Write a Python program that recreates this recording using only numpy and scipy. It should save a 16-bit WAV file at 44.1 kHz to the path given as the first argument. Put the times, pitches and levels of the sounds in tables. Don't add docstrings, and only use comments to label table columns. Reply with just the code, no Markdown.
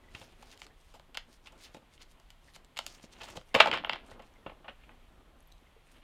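import sys
import numpy as np
from scipy import signal
from scipy.fft import rfft, irfft, next_fast_len
from scipy.io import wavfile

SR = 44100
rng = np.random.default_rng(int(sys.argv[2]) if len(sys.argv) > 2 else 0)


def magnitude_from_level(level_db):
    exponent = np.asarray(level_db, float) / 20
    return 10 ** exponent


def unload_wav(signal):
    wavfile.write(
        sys.argv[1],
        SR,
        np.round(np.clip(np.atleast_2d(signal).T, -1, 1) * 32767).astype(np.int16),
    )


N = 265967
SETTLE_PER_CONTACT = 8.6


def curve(table, column):
    rows = np.array(table)
    return np.interp(np.arange(N) / SR, rows[:, 0], rows[:, column])


def at_hz(points, hz):
    points = np.array(points)
    return np.interp(np.log(hz), np.log(points[:, 0]), points[:, 1])


def rms_one(x):
    return x / np.sqrt(np.mean(x ** 2) + 1e-20)


def drift(rate_hz):
    r = np.exp(-80 * np.pi * rate_hz / SR)
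    noise = rng.standard_normal(N // 40 + 2002)
    slow = signal.lfilter([1], [1, -2 * r, r * r], noise)[2000:]
    return np.interp(np.arange(N) / 40, np.arange(len(slow)), rms_one(slow))


def ring(clicks, hz, t60):
    r = magnitude_from_level(-60 / (t60 * SR))
    w = 2 * np.pi * hz / SR
    return signal.lfilter([0, np.sin(w)], [1, -2 * r * np.cos(w), r * r], clicks + 1e-18)


def resonate(clicks, hz, t60):
    r = magnitude_from_level(-60 / (t60 * SR))
    w = 2 * np.pi * hz / SR
    return signal.lfilter([1 - r * r, 0, r * r - 1], [1, -2 * r * np.cos(w), r * r], ring(clicks, hz, t60))


def colour(x, spectrum):
    size = next_fast_len(N)
    hz = np.maximum(np.arange(size // 2 + 1) * SR / size, 1)
    return rms_one(irfft(rfft(x, size) * magnitude_from_level(at_hz(spectrum, hz)), size)[:N])


def grains(per_s, clump_db, smooth):
    sizes = magnitude_from_level(2.5 * np.minimum(rng.exponential(1, N), 4)) * rng.standard_normal(N)
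    born = rng.random(N) < per_s / SR
    slips = rms_one(sizes * born) + smooth * rng.standard_normal(N)
    return slips * magnitude_from_level(clump_db * drift(12))


def touches(table, contact_s, t60):
    out = np.zeros(N)
    touch = np.hanning(round(contact_s * SR) + 2)
    t = np.arange(int(t60 * SR)) / SR
    for s, hz, level_db in table:
        fade = np.convolve(magnitude_from_level(level_db - 60 * t / t60), touch / touch.sum())[:len(t)]
        start = round(s * SR)
        out[start:start + len(t)] += fade * np.sin(2 * np.pi * hz * t)
    return out


def room_tone():
    # f/Hz, relative level per Hz/dB
    hiss_spectrum = [(12, -38.5), (20, 3.5), (49, -2.5), (163, -21), (182, -25), (422, -30.5), (513, -25.5),
                     (949, -23.5), (1610, -29.5), (1860, -27), (2800, -29.5), (3250, -28), (3700, -32),
                     (5230, -40), (12400, -43.5), (16000, -52)]
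    # t/s, level/dB
    shaking = [(3.6, -68), (3.8, -57), (4.0, -63), (4.2, -59.5), (4.4, -59.5), (4.5, -91)]
    hiss_db, hum_hz, hum_db = -56, 158.4, -71
    phase = 2 * np.pi * hum_hz * np.arange(N) / SR + 2.5 * drift(2.5)
    hum = magnitude_from_level(hum_db + 1.5 * drift(1.5)) * np.sin(phase)
    low_noise = colour(rng.standard_normal(N), [(12, -5.0), (30, 7.5), (80, -32.0), (200, -89.5)])
    rumble = magnitude_from_level(curve(shaking, 1)) * low_noise
    waver = magnitude_from_level(.6 * drift(1.3))
    hiss = magnitude_from_level(hiss_db) * waver * colour(rng.standard_normal(N), hiss_spectrum)
    return hiss + hum + rumble


def room(x):
    low_t60_s, treble_t60_s, split_hz, first_bounce_s = 0.19, 0.089, 6200, 0.002
    t = np.arange(SR // 2) / SR
    dull, bright = rng.standard_normal((2, len(t)))
    low, high = (signal.butter(2, split_hz, kind, fs=SR) for kind in ("low", "high"))
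    tail = signal.lfilter(*low, dull) * magnitude_from_level(-60 * t / low_t60_s)
    tail += signal.lfilter(*high, bright) * magnitude_from_level(-60 * t / treble_t60_s)
    tail *= (t > first_bounce_s) * np.cos(np.pi * t) ** 2
    return signal.fftconvolve(x, tail / np.sqrt(np.sum(tail ** 2)))[:N]


def bracelet():
    # t/s, f/Hz, level before the flutter/dB
    links = [(.034, 1970, -47), (.078, 1980, -50), (.701, 1840, -50), (2.476, 1900, -39.5),
             (3.508, 2090, -48), (4.115, 1906, -45), (4.352, 2084, -46), (4.422, 1860, -50),
             (4.911, 1934, -51), (5.665, 2040, -54)]
    flutter = .6 + .5 * drift(150)
    return touches(links, contact_s=.009, t60=0.056) * flutter


def coating():
    # t/s, f/Hz, level/dB
    ticks = [(3.861, 12870, -45.5), (4.339, 6085, -49), (5.389, 8290, -56), (5.405, 9830, -45),
             (5.4055, 6500, -50), (5.427, 12300, -52), (5.463, 3460, -54), (5.484, 3020, -50),
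             (5.474, 12560, -44), (5.479, 10970, -54.5), (5.5225, 12000, -50)]
    return touches(ticks, contact_s=0.00031, t60=0.0025)


def nail():
    # t/s, level/dB
    clicks = [(5.5187, -55), (5.5226, -49), (5.581, -60.5)]
    # f/Hz, level over the click's own/dB
    modes = [(3950, 6), (6150, -1), (8100, -5)]
    table = [(s, hz, db + mode_db) for s, db in clicks for hz, mode_db in modes]
    return touches(table, contact_s=0.00033, t60=0.0094)


def thumps():
    # t/s, f/Hz, level/dB
    hand_blows = [(.148, 105, -37), (.212, 94, -43), (3.30, 81, -43), (3.61, 47.5, -37), (4.12, 109.4, -42),
                  (5.763, 448.5, -47)]
    return touches(hand_blows, contact_s=0.0029, t60=0.055)


def strokes():
    # t at full height/s, level/dB, rise/ms
    stroke_table = [(.185, -56, 23), (0.223, -55.5, 51), (.43, -60, 17), (.47, -67.5, 52),
                    (0.52, -54.5, 28), (.6, -54, 6.2), (0.634, -47.5, 11), (.81, -70.5, 15), (.9, -66, 32),
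                    (1.337, -63, 28), (1.47, -59, 14), (1.641, -54.5, 27.6), (1.758, -59, 16),
                    (1.942, -56, 12), (2.023, -50.5, 7.9), (2.119, -62, 15), (2.49, -63.5, 28),
                    (2.558, -51.5, 8.1), (2.92, -57, 53), (3.038, -51, 8.9), (3.133, -53, 7.5),
                    (3.241, -53, 16), (3.298, -51.5, 47), (3.369, -48.5, 4.7), (3.48, -69, 45),
                    (4.11, -63.5, 25), (4.262, -64, 18), (5.93, -69, 49)]
    fall_share = 0.79
    edge = 1.4
    sheen_db, sheen_follows = -69.5, .35
    ms, cloth, sheen = np.arange(N) * 1000 / SR, np.zeros(N), np.zeros(N)
    for s, level_db, rise in stroke_table:
        near = slice(max(round((s - .3) * SR), 0), round((s + .3) * SR))
        late = ms[near] - 1000 * s
        width = np.where(late < 0, rise, fall_share * rise)
        stroke = np.exp(-np.abs(late / width) ** edge)
        cloth[near] += magnitude_from_level(level_db) ** 2 * stroke
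        sheen[near] += magnitude_from_level(sheen_db + sheen_follows * (level_db + 60)) ** 2 * stroke
    return np.sqrt(cloth), np.sqrt(sheen)


def patchy(x):
    swing_db, rate_hz = 2.6, 16
    size = next_fast_len(N)
    hz = np.arange(1, size // 2 + 2) * SR / size
    steps = 2 * np.log2(hz / 700)
    spectrum = rfft(x, size)
    out = np.zeros(N)
    for k in range(11):
        band = irfft(spectrum * np.maximum(1 - np.abs(steps - k), 0), size)[:N]
        out += band * magnitude_from_level(swing_db * drift(rate_hz))
    return rms_one(out)


def brushing(cloth, sheen):
    # f/Hz, relative level per Hz/dB
    cloth_spectrum = [(600, -28), (2000, -2.5), (4500, 2), (7000, -1.5), (10000, -22.5)]
    # f/Hz, relative level per Hz/dB
    sheen_spectrum = [(6000, -29.5), (8500, 15), (12500, 3.5), (15500, -13)]
    slips = patchy(grains(1500, 2.0, .5))
    return cloth * colour(slips, cloth_spectrum) + sheen * colour(slips, sheen_spectrum)


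def rubbing(cloth):
    # t/s, dull drag level/dB, card scrape level/dB
    drag_levels = [(0, -61.5, -76), (.55, -58.5, -67.5), (.75, -68.5, -91), (1.55, -60.5, -74),
                   (2.3, -69.5, -70.5), (2.74, -62, -79), (2.94, -56.5, -66), (3.18, -62.5, -69),
                   (3.22, -60.5, -45), (3.36, -49.5, -68), (3.43, -72, -98), (3.59, -57, -39),
                   (3.64, -39.5, -55), (3.71, -37, -40), (3.76, -49, -39), (3.82, -49, -54),
                   (3.95, -52, -39), (4.02, -56, -58), (4.11, -48.5, -61.5), (4.28, -60.5, -73.5),
                   (5.06, -60, -68.5), (5.44, -69, -86), (6.03, -64.5, -63.5)]
    # f/Hz, relative level per Hz/dB
    drag_spectrum = [(80, -1), (300, 7), (850, -1), (1600, -5.5), (3000, -55.5)]
    # f/Hz, relative level per Hz/dB
    scrape_spectrum = [(700, -6.5), (1500, -5), (2900, -1.5), (4200, -12), (8000, -50)]
    drag = magnitude_from_level(curve(drag_levels, 1)) * colour(grains(2200, 3.0, .6), drag_spectrum)
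    scrape_gain = magnitude_from_level(curve(drag_levels, 2)) + magnitude_from_level(-7.5) * cloth
    return drag + scrape_gain * colour(grains(1200, 3.0, 0.5), scrape_spectrum)


def snaps():
    # t/s, edge level/dB, deck body level/dB, tick level/dB
    flick_table = [(0.5745, -47, -74, -48), (0.617, -32.5, -39, -47), (0.666, -41.5, -47, -48),
                   (0.996, -48, -41.5, -53), (1.1447, -35.5, -49, -46), (1.1715, -21, -30, -30),
                   (1.176, -28.5, -56, -47), (1.9777, -42, -86, -70), (2.1984, -57, -47, -51),
                   (2.303, -42.5, -54, -45), (2.5604, -49, -39, -43), (2.6468, -54, -81, -50.5),
                   (2.762, -44, -49, -57),(2.769, -27.5, -38, -40), (2.775, -29, -41, -33),
                   (2.7888, -21, -24, -27), (2.864, -30, -38.5, -25), (2.9967, -51, -49, -68),
                   (3.164, -49, -53, -66), (3.1873, -57, -42.5, -70), (3.209, -38, -41, -56),
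                   (3.239, -64, -33, -50), (3.301, -57, -45, -39), (3.4119, -46, -44.5, -60),
                   (3.7139, -14, -22.5, -40), (3.7731, -22, -26, -46), (3.783, -23, -32, -58),
                   (3.837, -40, -27, -71), (3.8467, -16, -24.5, -85), (3.87, -43, -28, -78),
                   (3.895, -12.5, -18, -43), (3.9148, -37, -32, -58), (3.925, -24, -32, -70),
                   (3.9317, -16.5, -30, -45), (3.957, -34.5, -29, -54), (4.2, -45, -50, -72),
                   (4.2205, -54, -55, -54)]
    contact_ms, thump_over_body_db, settle_db = 0.9, -26, -26
    settle_ms = min(13, SETTLE_PER_CONTACT * contact_ms)
    return [(s, body + thump_over_body_db, body, edge, tick, contact_ms, settle_ms, settle_db)
            for s, edge, body, tick in flick_table]


def knocks():
    # t/s, edge level/dB, deck body level/dB, table thump level/dB, contact/ms
    knock_table = [(0.1483, -28, -41.5, -62, 2.9), (0.2114, -39.5, -43, -53, 8.2),
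                   (0.4253, -52, -40, -79, 2.4), (0.9372, -45, -40, -51, 21), (1.149, -32, -41.5, -73, 2.8),
                   (1.4576, -40.5, -50, -64, 10), (1.47, -37.5, -47.5, -93, 3.5),
                   (1.52, -57, -45.5, -64, 5.8), (1.7446, -43.5, -39.5, -37.5, 3.1),
                   (1.765, -49, -47, -44, 4), (3.038, -48, -49.5, -37.5, 0.9),
                   (3.2156, -42, -36.5, -44.5, 2.6), (3.2855, -45, -36, -55, 0.83),
                   (3.353, -43, -37, -48, 9.6), (3.3715, -37.5, -33.5, -30.5, 0.7),
                   (3.5419, -16.5, -9, -20, 7.1), (3.5485, -4.5, -14.5, -25.5, 2.6),
                   (3.5577, -26, -14.5, -19.5, 5.1), (3.585, -18, -25, -48, 4.3),
                   (3.6007, -2.5, -9.5, -25, 0.95), (3.6029, 6, -1, -40, 2.5),
                   (3.6582, -20, -15, -48, 0.96), (3.671, -19, -15.5, -36, 2.7),
                   (3.682, -28, -23.5, -62, 3.2), (3.7273, -12.5, -29.5, -30, 2.6),
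                   (3.7339, -17.5, -14.5, -57, 5.3), (3.7446, -18, -28, -33, 11),
                   (4.114, -47, -40, -50, 1.4), (4.193, -46.5, -40, -51, 6.2),
                   (4.222, -47.5, -43.5, -57.5, 8.6), (4.4618, -30, -29, -29.5, 5.5),
                   (4.495, -34.5, -41, -49, 3.3), (4.517, -47.5, -43, -47.5, 4),
                   (4.643, -40.5, -35, -51, 11.5), (4.6794, -24, -33, -44.5, 10),
                   (4.834, -41, -58.5, -69, 5.3), (4.8915, -42, -40.5, -71, 2.4)]
    # t/s, tick level over deck body/dB
    crispness = [(0, -3), (3.4, -7), (3.55, -17), (3.62, -22), (4.2, -21.5), (4.45, -54)]
    settle_db = -22.5
    rows = []
    for s, edge, body, thump, contact_ms in knock_table:
        tick = body + np.interp(s, *np.transpose(crispness))
        settle_ms = min(30, SETTLE_PER_CONTACT * contact_ms)
        rows.append((s, thump, body, edge, tick, contact_ms, settle_ms, settle_db))
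    return rows


def taps():
    level_hz = [250, 850, 2600, 7000]
    # f/Hz, relative level/dB
    deck_modes = [(120, -11.5), (170, -2), (290, -4.5), (430, -12.5), (520, -3), (650, -3), (855, -3.5),
                  (1080, -5.5), (1300, -5.5), (1540, -5.5), (1920, -6), (2330, -2.5), (2600, -9), (2880, 5),
                  (3300, 1.5), (3900, 2), (4900, 1.5), (6000, -4), (7300, 3), (9000, -5.5), (11000, -3.5),
                  (13500, -7.5)]
    ring_cycles, longest_ring_s = 8, .016
    full_shift_hz = 100
    snap_pitch_up = 1.055
    top_ring_s, top_ring_db, top_from_hz, top_cut_hz = .08, -10, 520, 990
    flicks, blows = snaps(), knocks()
    rows, out = np.array(flicks + blows), np.zeros(N)
    levels_db = rows[:, 1:5]
    contact_ms, settle_ms, settle_db = rows[:, 5:6], rows[:, 6:7], rows[:, 7:8]
    knocked = np.repeat([False, True], [len(flicks), len(blows)])[:, None]
    lowered = np.where(knocked[:, 0], 1, 1 / snap_pitch_up)

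    t = np.arange(4096)
    places = np.round(rows[:, :1] * SR).astype(int) + t
    size = (len(rows), len(t))
    edges = rng.standard_normal(size) * rng.exponential(1, size) ** 2
    strength_db = 1.5 * rng.standard_normal((len(rows), len(deck_modes)))
    spent = t / (np.clip(contact_ms, .2, 15) * SR / 1000)
    swell = 1 - np.exp(-4.0 * spent)
    shifting = magnitude_from_level(settle_db) * np.exp(-t * 1000 / SR / settle_ms)
    bins_hz = np.fft.rfftfreq(len(t), 1 / SR)

    for k, (hz, mode_db) in enumerate(deck_modes):
        t60 = min(ring_cycles / hz, longest_ring_s)
        shape = swell * (np.exp(-spent) + shifting * min(hz / full_shift_hz, 1) ** 2)
        flurry = np.where(knocked, np.roll(edges, k, axis=0), (-1) ** k * edges) * shape
        read_at = np.log(hz * lowered)
        weight = np.transpose([np.interp(read_at, np.log(level_hz), unit) for unit in np.eye(len(level_hz))])
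        level_db = np.sum(levels_db * weight, axis=1) + mode_db + strength_db[:, k]
        heard = 1 / (1 + ((bins_hz - hz) * t60) ** 2) ** 2
        taken = np.sqrt(np.abs(rfft(flurry)) ** 2 @ heard / heard.sum())
        hits = flurry * (magnitude_from_level(level_db) / taken)[:, None]
        on_deck = np.bincount(places.ravel(), hits.ravel(), N)
        on_top = np.bincount(places.ravel(), (hits * knocked).ravel(), N)
        reach = min(hz / top_from_hz, 1) ** 2 / (1 + (hz / top_cut_hz) ** 4)
        out += resonate(on_deck, hz, t60)
        out += magnitude_from_level(top_ring_db) * reach * ring(on_top, hz, top_ring_s)
    return out


def scene():
    echo_db = -11.5
    cloth, sheen = strokes()
    hands = taps() + rubbing(cloth) + brushing(cloth, sheen)
    hands += bracelet() + nail() + coating() + thumps()
    return (hands + magnitude_from_level(echo_db) * room(hands) + room_tone())[None]


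def low_pass(x):
    return signal.sosfilt(signal.butter(12, 15900, fs=SR, output="sos"), x)


def record(dry):
    mix = 1.015 * np.tanh(dry / 1.762)
    return low_pass(mix)


dry = scene()
out = record(dry)
unload_wav(out)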